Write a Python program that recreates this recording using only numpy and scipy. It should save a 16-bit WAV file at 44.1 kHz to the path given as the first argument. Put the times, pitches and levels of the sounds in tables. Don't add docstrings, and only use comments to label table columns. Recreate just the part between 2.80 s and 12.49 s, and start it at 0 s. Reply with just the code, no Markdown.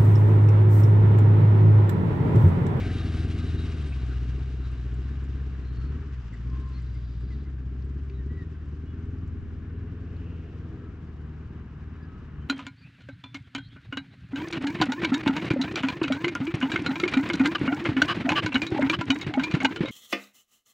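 import sys
import numpy as np
from scipy import signal
from scipy.fft import rfft, irfft
from scipy.io import wavfile
from scipy.ndimage import uniform_filter1d

SR = 44100
rng = np.random.default_rng(int(sys.argv[2]) if len(sys.argv) > 2 else 0)


def pcm_store(signal):
    levels = np.round(np.clip(np.atleast_2d(signal), -1, 1) * 32767)
    wavfile.write(sys.argv[1], SR, levels.astype(np.int16).T)


N = 427329
TIME = np.arange(N) / SR
START_M, SPEED_M_PER_S, NEAR_M, FAR_M = 13.7, 4.1, 14.7, 26.9
CRUISE_HZ, IDLE_HZ = 72.7, 61.7

# time in seconds, exhaust beats per second.
BEAT_RATE = [(0.0, 90.6), (0.12, 87.8), (0.33, 79.7), (0.55, 82.1), (0.7, 80.1), (0.9, 80.3), (1.18, 63.6),
             (1.45, 61.11), (1.64, 65.5), (2.1, 60.0), (2.28, 66.95), (2.72, 67.13), (2.96, 60.64),
             (3.18, 75.65), (3.51, 53.68), (3.78, 66.21), (4.35, 58.58), (4.62, 69.19), (4.83, 62.81),
             (5.24, 70.72), (5.38, 62.34), (5.6, 82.41), (5.88, 72.28), (6.18, 82.1), (6.52, 81.4),
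             (6.68, 79.5), (7.06, 84.1), (7.3, 83.1), (7.46, 84.5), (7.7, 79.45), (7.94, 84.14),
             (8.38, 74.81), (8.8, 79.65), (8.92, 74.36), (9.12, 75.96), (9.3, 81.29), (9.5, 72.75),
             (9.69, 74.59)]
CYLINDERS = [(.96, .01, .36, -.11, .26), (1.33, .06, .88, -.12, .64), (1.0, -.07, .26, -.09, .39),
             (.83, .01, .2, -.11, .23), (.88, .05, .92, .22, .26), (1.52, .03, .92, -.15, .64),
             (.68, -.03, 1.0, .31, .41), (.64, -.02, .55, .05, .28)]
# centre and half-width in seconds, boom and rasp change in dB.
PEDAL_MOVES = [(1.045, 0.07, 1, 1), (3.41, 0.071, 0.5, -9.5), (3.778, 0.13, 0.5, 0.5), (4.15, 0.27, 1, -2),
               (4.652, 0.027, -4, 2), (5.096, 0.31, 1, 1.5), (5.295, 0.042, 1, 0), (5.955, 0.16, -2, 0),
               (7.0, 0.84, 0, -4.5), (7.448, 0.37, 2.5, -0.5), (7.69, 0.045, -5, 2),
               (8.436, 0.069, 4.5, 1.5), (9.07, 0.042, 2.5, 1.5), (9.607, 0.066, 4, 2)]
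# frequency in Hz, gain in dB.
MUFFLER_RESPONSE = [(15, -35.5), (32, -9.5), (48, 3), (64, 4), (85, -4), (105, 1.5), (130, -6.5),
                    (165, -15.5), (200, -27), (270, -32), (450, -83), (3000, -110)]
TAILPIPE_RESPONSE = [(60, -24.5), (140, 3.5), (195, -7), (230, 4.5), (280, 3), (320, -1), (360, -5),
                     (398, -1.5), (450, -12), (560, -28), (710, -32), (860, -39.5), (1500, -68.5),
                     (6000, -97)]
# base level in dB, dB per Hz above cruise, dB per Hz/s of pick-up,
# dB lost per Hz under idle, dB lost side on, dB lost in the turn.
BOOM_LEVEL_LAW = (-25, -0.0363, 0.0291, 0.7, 1.84, 3)
RASP_LEVEL_LAW = (-39.5, 0.32, 0.0386, 0.5, 0.9, 0.7)
# time in seconds, flank shown from 0 (tail on) to 1 (side on).
FLANK_SHOWN = [(0, 1), (.6, 0.36), (1.15, 0.64), (1.7, 0.33), (3.5, 0.56), (4.4, 0.15), (5.5, 0.045),
               (7.4, 0.48), (8.3, 0.52), (9.69, 0.89)]
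TURN_SPAN_S = (7.2, 8.01)
# centre and half-width in seconds, pitch in Hz, level in dB.
PIPE_MODES = [(.5, .5, 322, -45), (.5, .45, 238, -45), (3.15, .15, 398, -53), (5.4, .3, 388, -54),
              (6.2, .3, 402, -57), (7.9, .22, 252, -52), (7.95, .3, 317, -51.5), (7.95, .28, 404, -57)]
# frequency in Hz, gain in dB.
CLATTER_NEAR_SPECTRUM = [(100, -15), (450, 7), (590, -4), (710, -0.5), (870, -14.5), (1190, -2.5),
                         (1400, -1), (1600, -3.5), (2100, -6), (2600, -8.5), (3400, -16), (5000, -33),
                         (9000, -50.5), (13000, -66)]
CLATTER_FAR_SPECTRUM = [(100, -10), (470, 5.5), (580, -11.5), (720, -2), (860, -3), (1100, 4.5),
                        (1300, 3.5), (1650, 4.5), (2100, -3.5), (2900, -6.5), (3400, -15), (5000, -35.5),
                        (9000, -56), (13000, -75)]
# pitch in Hz, bandwidth in Hz, relative level in dB.
PANEL_MODES = [(705, 130, -6.5), (1215, 65, -10), (1577, 130, -6), (2150, 480, -13), (2780, 105, -9),
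               (3760, 130, -12.5), (3980, 120, -13)]
# frequency in Hz, gain in dB.
SWISH_SPECTRUM = [(500, -1), (2000, 4.5), (3000, 6), (3450, 3.5), (3850, 4), (4250, -1), (4500, -.5),
                  (5500, -4), (7000, -10.5), (8500, -14.5), (10000, -19.5), (11000, -26.5), (14000, -34.5)]
SWISH_FAR_RESPONSE = [(500, 0.5), (3000, 4.5), (3850, 1.5), (5000, 5.5), (7300, 6), (9000, -4),
                      (14000, -18)]
# time in seconds, level in dB.
SWISH_LEVEL = [(0, -49.5), (.8, -53), (1.6, -59.5), (2.6, -63.5), (3.9, -64.5), (4.6, -69), (4.72, -71.5),
               (5.2, -69.5), (7.0, -74), (7.6, -69), (8.3, -73), (9.69, -75)]
# centre and half-width in seconds, pitch in Hz, level in dB.
TUSSOCK_SCRAPES = [(0.034, 0.11, 2300, -51), (.105, 0.017, 1830, -51), (0.198, 0.01, 3820, -51),
                   (.60, 0.027, 3870, -58), (0.687, 0.023, 3930, -54.5), (0.8, 0.028, 3850, -53.5),
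                   (1.13, 0.013, 2450, -51.5), (1.323, 0.028, 1530, -53.5), (1.843, 0.057, 1380, -58),
                   (1.858, .035, 3870, -60.5)]
# frequency in Hz, gain in dB.
AIR_SPECTRUM = [(15, -13.5), (30, -13.5), (80, -4), (200, -8), (500, -29.5), (1000, -40.5), (3000, -48),
                (7000, -61), (9000, -76.5), (14000, -79)]
# centre and half-width in seconds, level in dB.
BREEZE_PUFFS = [(2.931, 0.23, -47.5), (6.621, 0.21, -46)]
# start in seconds, peak in dB before dulling, pitch and bandwidth in Hz.
STALK_SNAPS = [(1.915, -61, 8900, 3000), (2.142, -57, 7500, 2500), (2.44, -59, 7140, 1220),
               (3.418, -62, 5050, 1500), (3.535, -64, 7550, 450), (3.699, -56, 4900, 1800),
               (3.8, -72, 7900, 600), (3.889, -62, 7000, 3000), (4.02, -61, 7500, 3500),
               (4.142, -66, 7700, 900), (4.405, -70, 7700, 1200), (5.022, -59, 4700, 1500),
               (5.045, -73, 7900, 405), (5.297, -48, 2550, 650), (5.297, -58, 4100, 1800),
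               (5.461, -61, 5600, 3000), (6.225, -69, 6100, 400), (6.384, -65, 4880, 900),
               (6.475, -62, 6000, 3500), (7.365, -58, 4000, 1200)]
# start and length in seconds, pitch and glide in Hz, level in dB, hoarseness 0-1.
BIRD_NOTES = [(2.818, 0.11, 4170, -100, -68.5, .4), (2.89, .24, 4330, -100, -68.5, 0.68),
              (2.979, .11, 1320, -190, -60, 0.55), (3.402, 0.15, 964, 56, -68, 0.6),
              (3.52, .045, 1980, -250, -55, .6), (3.665, .3, 1060, -15, -56, .38),
              (3.924, 0.075, 4240, -100, -62.5, 0.35), (3.96, .07, 2060, -100, -63, 0.2),
              (4.13, 0.055, 2080, 301, -63.5, .45), (4.495, 0.05, 2015, -50, -59.5, 0.28),
              (4.645, 0.04, 2000, 46, -64, .6), (5.325, .08, 3880, -70, -70.5, .25),
              (5.373, 0.075, 1850, -190, -63.5, 0.2), (5.475, .11, 1940, 100, -60.5, 0.15),
              (5.545, .103, 1930, -175, -56, .2), (6.043, .1, 2920, 34, -70, 0.3),
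              (6.058, .08, 3370, 9, -73, .2), (7.98, .14, 1310, 0, -62.5, .2),
              (9.185, .085, 1700, 0, -61, .2), (9.26, .14, 1285, -40, -60, .25),
              (9.215, .05, 4900, 200, -74, .6), (9.604, .04, 3050, 78, -68, .3),
              (9.605, .05, 1500, 0, -63, .3)]
# pitch in Hz, bandwidth in Hz, level in dB.
SQUEAL_BANDS = [(3850, 900, -72), (4760, 420, -75), (5780, 400, -88)]
# multiple of the beat rate, level in dB.
DRONE_PARTIALS = [(2.75, -56), (3, -54), (3.125, -58), (3.25, -55), (3.875, -59), (4.875, -62), (5, -58.5)]
# centre in seconds, pitch and bandwidth in Hz, level in dB,
# half-width in seconds.
TURF_SCRUBS = [(7.6, 336, 130, -59, 1), (7.55, 450, 92, -58, .9), (7.7, 670, 200, -67.5, 0.98),
               (7.53, 2700, 550, -66.5, 0.27)]
# frequency in Hz, coherence 0-1.
COHERENCE_NEAR = [(100, 0.9), (300, 0.9), (700, 0.99), (1400, 1), (2900, 0.97), (6000, 1), (13000, 0.5)]
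COHERENCE_FAR = [(100, 1), (300, 0.88), (700, 0.62), (1400, 0.86), (2900, 0.42), (6000, 0.47), (13000, .3)]
# frequency in Hz, ratio in dB.
PORT_BALANCE = [(60, 1.3), (200, 1.4), (360, 0), (670, .4), (1210, 1.8), (2220, 2.5), (4050, .4),
                (13500, -.6)]
# frequency in Hz, lead in radians.
PORT_LEAD = [(0, 0), (860, -.36), (3010, -.7), (3790, -1.0), (4740, -.35), (6460, -1.1), (8440, .3),
             (10300, -1.2), (13600, 0)]


def amp(db):
    return 10 ** (np.asarray(db) / 20)


def unit(x):
    return x / np.sqrt(np.mean(np.abs(x) ** 2) + 1e-20)


def steady(x):
    power = uniform_filter1d(uniform_filter1d(x ** 2, size=8000), size=6000)
    return x / np.sqrt(np.abs(power) + 1e-20)


def curve(points):
    return np.interp(TIME, *np.transpose(points))


def swell(centre_s, half_width_s):
    return np.exp(-((TIME - centre_s) / half_width_s) ** 2)


def spectrum_at(points, hz):
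    f, value = np.transpose(points)
    return np.interp(np.log(hz + 1), np.log(f + 1), value)


def drift(hz):
    rolloff = 1 + (np.fft.rfftfreq(N, 1 / SR) / hz) ** 4
    return unit(irfft(rfft(rng.standard_normal(N)) / rolloff, N))


def colour(x, points, size=8192):
    log_gain = np.log(amp(spectrum_at(points, np.abs(np.fft.fftfreq(size, 1 / SR)))))
    ring = np.fft.ifft(np.exp(np.conj(signal.hilbert(log_gain)))).real[:size // 2]
    return signal.oaconvolve(x, ring)[:N]


def resonate(x, hz, width_hz):
    carrier = np.exp(2j * np.pi * np.cumsum(hz * np.ones(len(x))) / SR)
    r = np.exp(-np.pi * width_hz / SR)
    return (carrier * signal.lfilter([(1 - r) ** 2], [1, -2 * r, r * r], x / carrier)).real


def noise_band(hz, width_hz, samples=N):
    return unit(resonate(rng.standard_normal(samples), hz, width_hz))


def add(mix, start_s, sound):
    part = mix[max(round(start_s * SR), 0):][:len(sound)]
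    part += sound[:len(part)]


def distance():
    return START_M + SPEED_M_PER_S * TIME


def spreading_db():
    return -20 * np.log10(distance() / START_M)


def farness():
    return np.clip((distance() - NEAR_M) / (FAR_M - NEAR_M), 0, 1)


def scatter(source, coherence):
    a, b = rfft(source()), rfft(source())
    same = np.clip(spectrum_at(coherence, np.fft.rfftfreq(N, 1 / SR)), 0, 1)
    common, apart = a * np.sqrt((1 + same) / 2), b * np.sqrt((1 - same) / 2)
    return irfft(np.array([common + apart, common - apart]), N)


def recede(near, far):
    direct = np.sqrt(1 - farness()) * unit(scatter(near, COHERENCE_NEAR))
    return direct + np.sqrt(farness()) * unit(scatter(far, COHERENCE_FAR))


def pulse_train(beats, strength, delay, scatter_db, jitter):
    k = np.arange(int(beats[-1]))
    cylinder, chance = k % len(strength), rng.standard_normal((len(k), 2))
    at = np.searchsorted(beats, k + .5 + delay[cylinder] + jitter * chance[:, 1])
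    pulses = np.zeros(N)
    pulses[np.minimum(at, N - 1)] = strength[cylinder] * amp(scatter_db * chance[:, 0])
    return pulses


def baffles(x, delay_s=.009, at_hz=397.5):
    group_delay = delay_s * np.minimum(np.fft.rfftfreq(N, 1 / SR) / at_hz, 2) ** 2
    return irfft(rfft(x) * np.exp(-2j * np.pi * np.cumsum(group_delay) * SR / N), N)


def exhaust_db(law):
    db, per_hz, per_pickup, per_hz_idle, side_db, turn_db = law
    hz = curve(BEAT_RATE)
    pickup = uniform_filter1d(np.gradient(hz) * SR, size=4410)
    effort_db = per_hz * (hz - CRUISE_HZ) + per_pickup * pickup - per_hz_idle * np.maximum(IDLE_HZ - hz, 0)
    away_db = side_db * curve(FLANK_SHOWN) + turn_db * np.interp(TIME, TURN_SPAN_S, [0, 1])
    return db + effort_db + spreading_db() - away_db


def exhaust(beats, puff_s=.0024, steady_flow=.73):
    boom_size, boom_delay, rasp_size, rasp_delay, puff_size = np.transpose(CYLINDERS)
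    boom = colour(pulse_train(beats, boom_size, boom_delay, scatter_db=.45, jitter=.006), MUFFLER_RESPONSE)
    second = signal.sosfiltfilt(signal.butter(2, [130, 190], "band", fs=SR, output="sos"), boom)
    boom = steady(boom + .82 * second * np.interp(TIME, (6.8, 8), [0, 1]))
    sharp = pulse_train(beats, rasp_size, rasp_delay, scatter_db=1.3, jitter=.007)
    puffs = pulse_train(beats, puff_size, boom_delay, scatter_db=.5, jitter=.0029)
    gas = unit(signal.lfilter([1], [1, -np.exp(-1 / (puff_s * SR))], puffs)) + steady_flow
    hiss = signal.sosfilt(signal.butter(4, 170, "high", fs=SR, output="sos"), gas * rng.standard_normal(N))
    roughness = np.interp(curve(BEAT_RATE), [62, 80], [.6, .35])
    rasp = steady(colour(unit(baffles(sharp)) + roughness * unit(hiss), TAILPIPE_RESPONSE))
    boom_db, rasp_db = sum(np.outer(change_db, swell(s, half)) for s, half, *change_db in PEDAL_MOVES)
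    boom *= amp(exhaust_db(BOOM_LEVEL_LAW) + boom_db)
    rasp *= amp(exhaust_db(RASP_LEVEL_LAW) + rasp_db)
    return boom + rasp


def pipe_rings(width_hz=17):
    return sum(steady(noise_band(hz, width_hz)) * amp(db) * swell(s, half)
               for s, half, hz, db in PIPE_MODES)


def clatter(beats, db=-53, db_per_hz=.155, flank_db=6.5):
    knocking = 1 + .44 * np.exp(-(2 * beats % 1) / .5)
    flares_db = [1.5 * drift(7) for _ in PANEL_MODES]
    flex = 1 + .007 * drift(4)

    def rattle(spectrum, panels_db):
        knocks = knocking * rng.standard_normal(N)
        panels = sum(amp(mode_db + flare_db) * unit(resonate(knocks, hz * flex, width))
                     for (hz, width, mode_db), flare_db in zip(PANEL_MODES, flares_db))
        block = unit(colour(knocking * rng.standard_normal(N), spectrum))
        return block + amp(panels_db) * panels
    flicker_db = .8 * drift(18)
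    speed_db = db_per_hz * (curve(BEAT_RATE) - CRUISE_HZ)
    exposure_db = flank_db * curve(FLANK_SHOWN)
    sound = recede(lambda: rattle(CLATTER_NEAR_SPECTRUM, 0), lambda: rattle(CLATTER_FAR_SPECTRUM, -16.5))
    return sound * amp(db + speed_db + exposure_db + spreading_db() + flicker_db)


def chassis(near_db=-45, far_loss_db=16):
    return noise_band(hz=54, width_hz=20) * amp(near_db - far_loss_db * farness())


def grass_swish(cracks_per_s=700, grain_db=6.5, crackle=.35):
    def near():
        onsets = rng.random(N) < cracks_per_s / SR
        sizes = amp(grain_db * np.minimum(rng.exponential(1, N), 4))
        cracks = onsets * sizes * rng.choice([-1, 1], N)
        return colour(rng.standard_normal(N) + crackle * unit(cracks), SWISH_SPECTRUM)
    swish = recede(near, lambda: colour(near(), SWISH_FAR_RESPONSE))
    return swish * amp(curve(SWISH_LEVEL) + 1.52 * drift(24))


def tussocks(width_hz=410):
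    return sum(noise_band(hz, width_hz) * amp(db) * swell(s, half) for s, half, hz, db in TUSSOCK_SCRAPES)


def turbo(start_hz=10400, end_hz=8250, fall_s=.45, db=-83, end_s=1.22, release_s=.11):
    hz = end_hz + (start_hz - end_hz) * np.exp(-TIME / fall_s)
    envelope = np.clip((end_s - TIME) / release_s, 0, 1)
    return noise_band(hz, width_hz=420) * amp(db + 4 * drift(16)) * envelope


def breeze(air_db=-46):
    gain = amp(air_db + .8 * drift(3))
    air = scatter(lambda: unit(colour(rng.standard_normal(N), AIR_SPECTRUM)), COHERENCE_FAR) * gain
    puffs = sum(amp(db) * swell(s, half) for s, half, db in BREEZE_PUFFS)
    return air + puffs * np.array([noise_band(hz=27, width_hz=130) for port in range(2)])


def stalk_snaps(faint_per_s=22, faint_hz=(3200, 7900), faint_width_hz=1800):
    out, t = np.zeros(N), np.arange(SR // 20) / SR
    faint_db = -61.5 + spreading_db() - 1.5 * farness()
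    faint = []
    for when, size, height in rng.random((int(faint_per_s * N / SR), 3)):
        db = faint_db[int(when * N)] + 10 * (size - .5) - 8 * height
        faint.append((when * N / SR, db, np.interp(height, [0, 1], faint_hz), faint_width_hz))
    for s, db, hz, width in STALK_SNAPS + faint:
        decay_s = .002 + hz / 1.3e6
        crack = resonate(rng.standard_normal(len(t)) * np.exp(-t / decay_s), hz, width)
        add(out, s, amp(db) * crack / np.abs(crack).max())
    return signal.sosfilt(signal.butter(6, 8800, fs=SR, output="sos"), out)


def birds(arch=.02, octave_db=-22, attack_share=.3, release_share=.22):
    tremble, flutter = 1 + .007 * drift(70), amp(.8 * drift(35))
    out = np.zeros(N)
    for s, length, pitch, glide, db, hoarse in BIRD_NOTES:
        u = np.linspace(0, 1, int(length * SR))
        contour = pitch * (1 - arch * (2 * u - 1) ** 2) + glide * (u - .5)
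        hz = contour * np.interp(s + u * length, TIME, tremble)
        phase = 2 * np.pi * np.cumsum(hz) / SR
        whistle = unit(np.sin(phase) + amp(octave_db) * np.sin(2 * phase))
        note = (1 - hoarse) * whistle + hoarse * noise_band(hz, .12 * pitch, len(u))
        envelope = np.clip(np.minimum(u / attack_share, (1 - u) / release_share), 0, 1)
        add(out, s, amp(db) * unit(note) * envelope / envelope.max())
    return signal.sosfilt(signal.butter(6, 5400, fs=SR, output="sos"), out * flutter)


def trees(x, t60_s=.22, wet_db=-14):
    t = np.arange(SR) / SR
    tail = rng.standard_normal((2, SR)) * amp(-60 * t / t60_s) * (t > .01)
    return x + amp(wet_db) * signal.fftconvolve(x[None], tail / np.linalg.norm(tail[0]), axes=1)[:, :N]


def squeal(start_s=3.55, end_s=4.72, rise_s=.5, fade_s=.12):
    envelope = np.clip(np.minimum((TIME - start_s) / rise_s, (end_s - TIME) / fade_s), 0, 1)
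    return envelope * sum(noise_band(hz, width) * amp(db + 2 * drift(25)) for hz, width, db in SQUEAL_BANDS)


def pipe_drone(beats, span_s=(5.6, 6.3, 7.5, 7.9)):
    partials = sum(unit(np.sin(2 * np.pi * multiple * beats + .45 * drift(8))) * amp(db + 1.8 * drift(14))
                   for multiple, db in DRONE_PARTIALS)
    return partials * np.interp(TIME, span_s, [0, 1, 1, 0])


def turf_scrub():
    return sum(noise_band(hz, width) * amp(db) * swell(s, half) for s, hz, width, db, half in TURF_SCRUBS)


def engine_bay(db=-65, opens_s=(7.2, 8.4)):
    return noise_band(hz=1020, width_hz=800) * amp(db) * np.interp(TIME, opens_s, [0, 1])


def scene():
    beats = np.cumsum(curve(BEAT_RATE)) / SR
    vehicle = exhaust(beats) * amp(.59 * drift(4))
    vehicle = vehicle + pipe_drone(beats) + pipe_rings() + clatter(beats) + engine_bay() + chassis()
    vehicle = vehicle + grass_swish() + tussocks() + turf_scrub() + turbo() + squeal()
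    mix = vehicle + stalk_snaps() + trees(birds()) + breeze()
    hz, side = np.fft.rfftfreq(N, 1 / SR), np.array([[.5], [-.5]])
    lead = np.interp(hz, *np.transpose(PORT_LEAD))
    return irfft(rfft(mix) * amp(side * spectrum_at(PORT_BALANCE, hz)) * np.exp(1j * side * lead), N)


def record(dry):
    return signal.oaconvolve(dry, signal.firwin(511, 13300, window=("kaiser", 9), fs=SR)[None], "same")


dry = scene()
out = record(dry)
pcm_store(out)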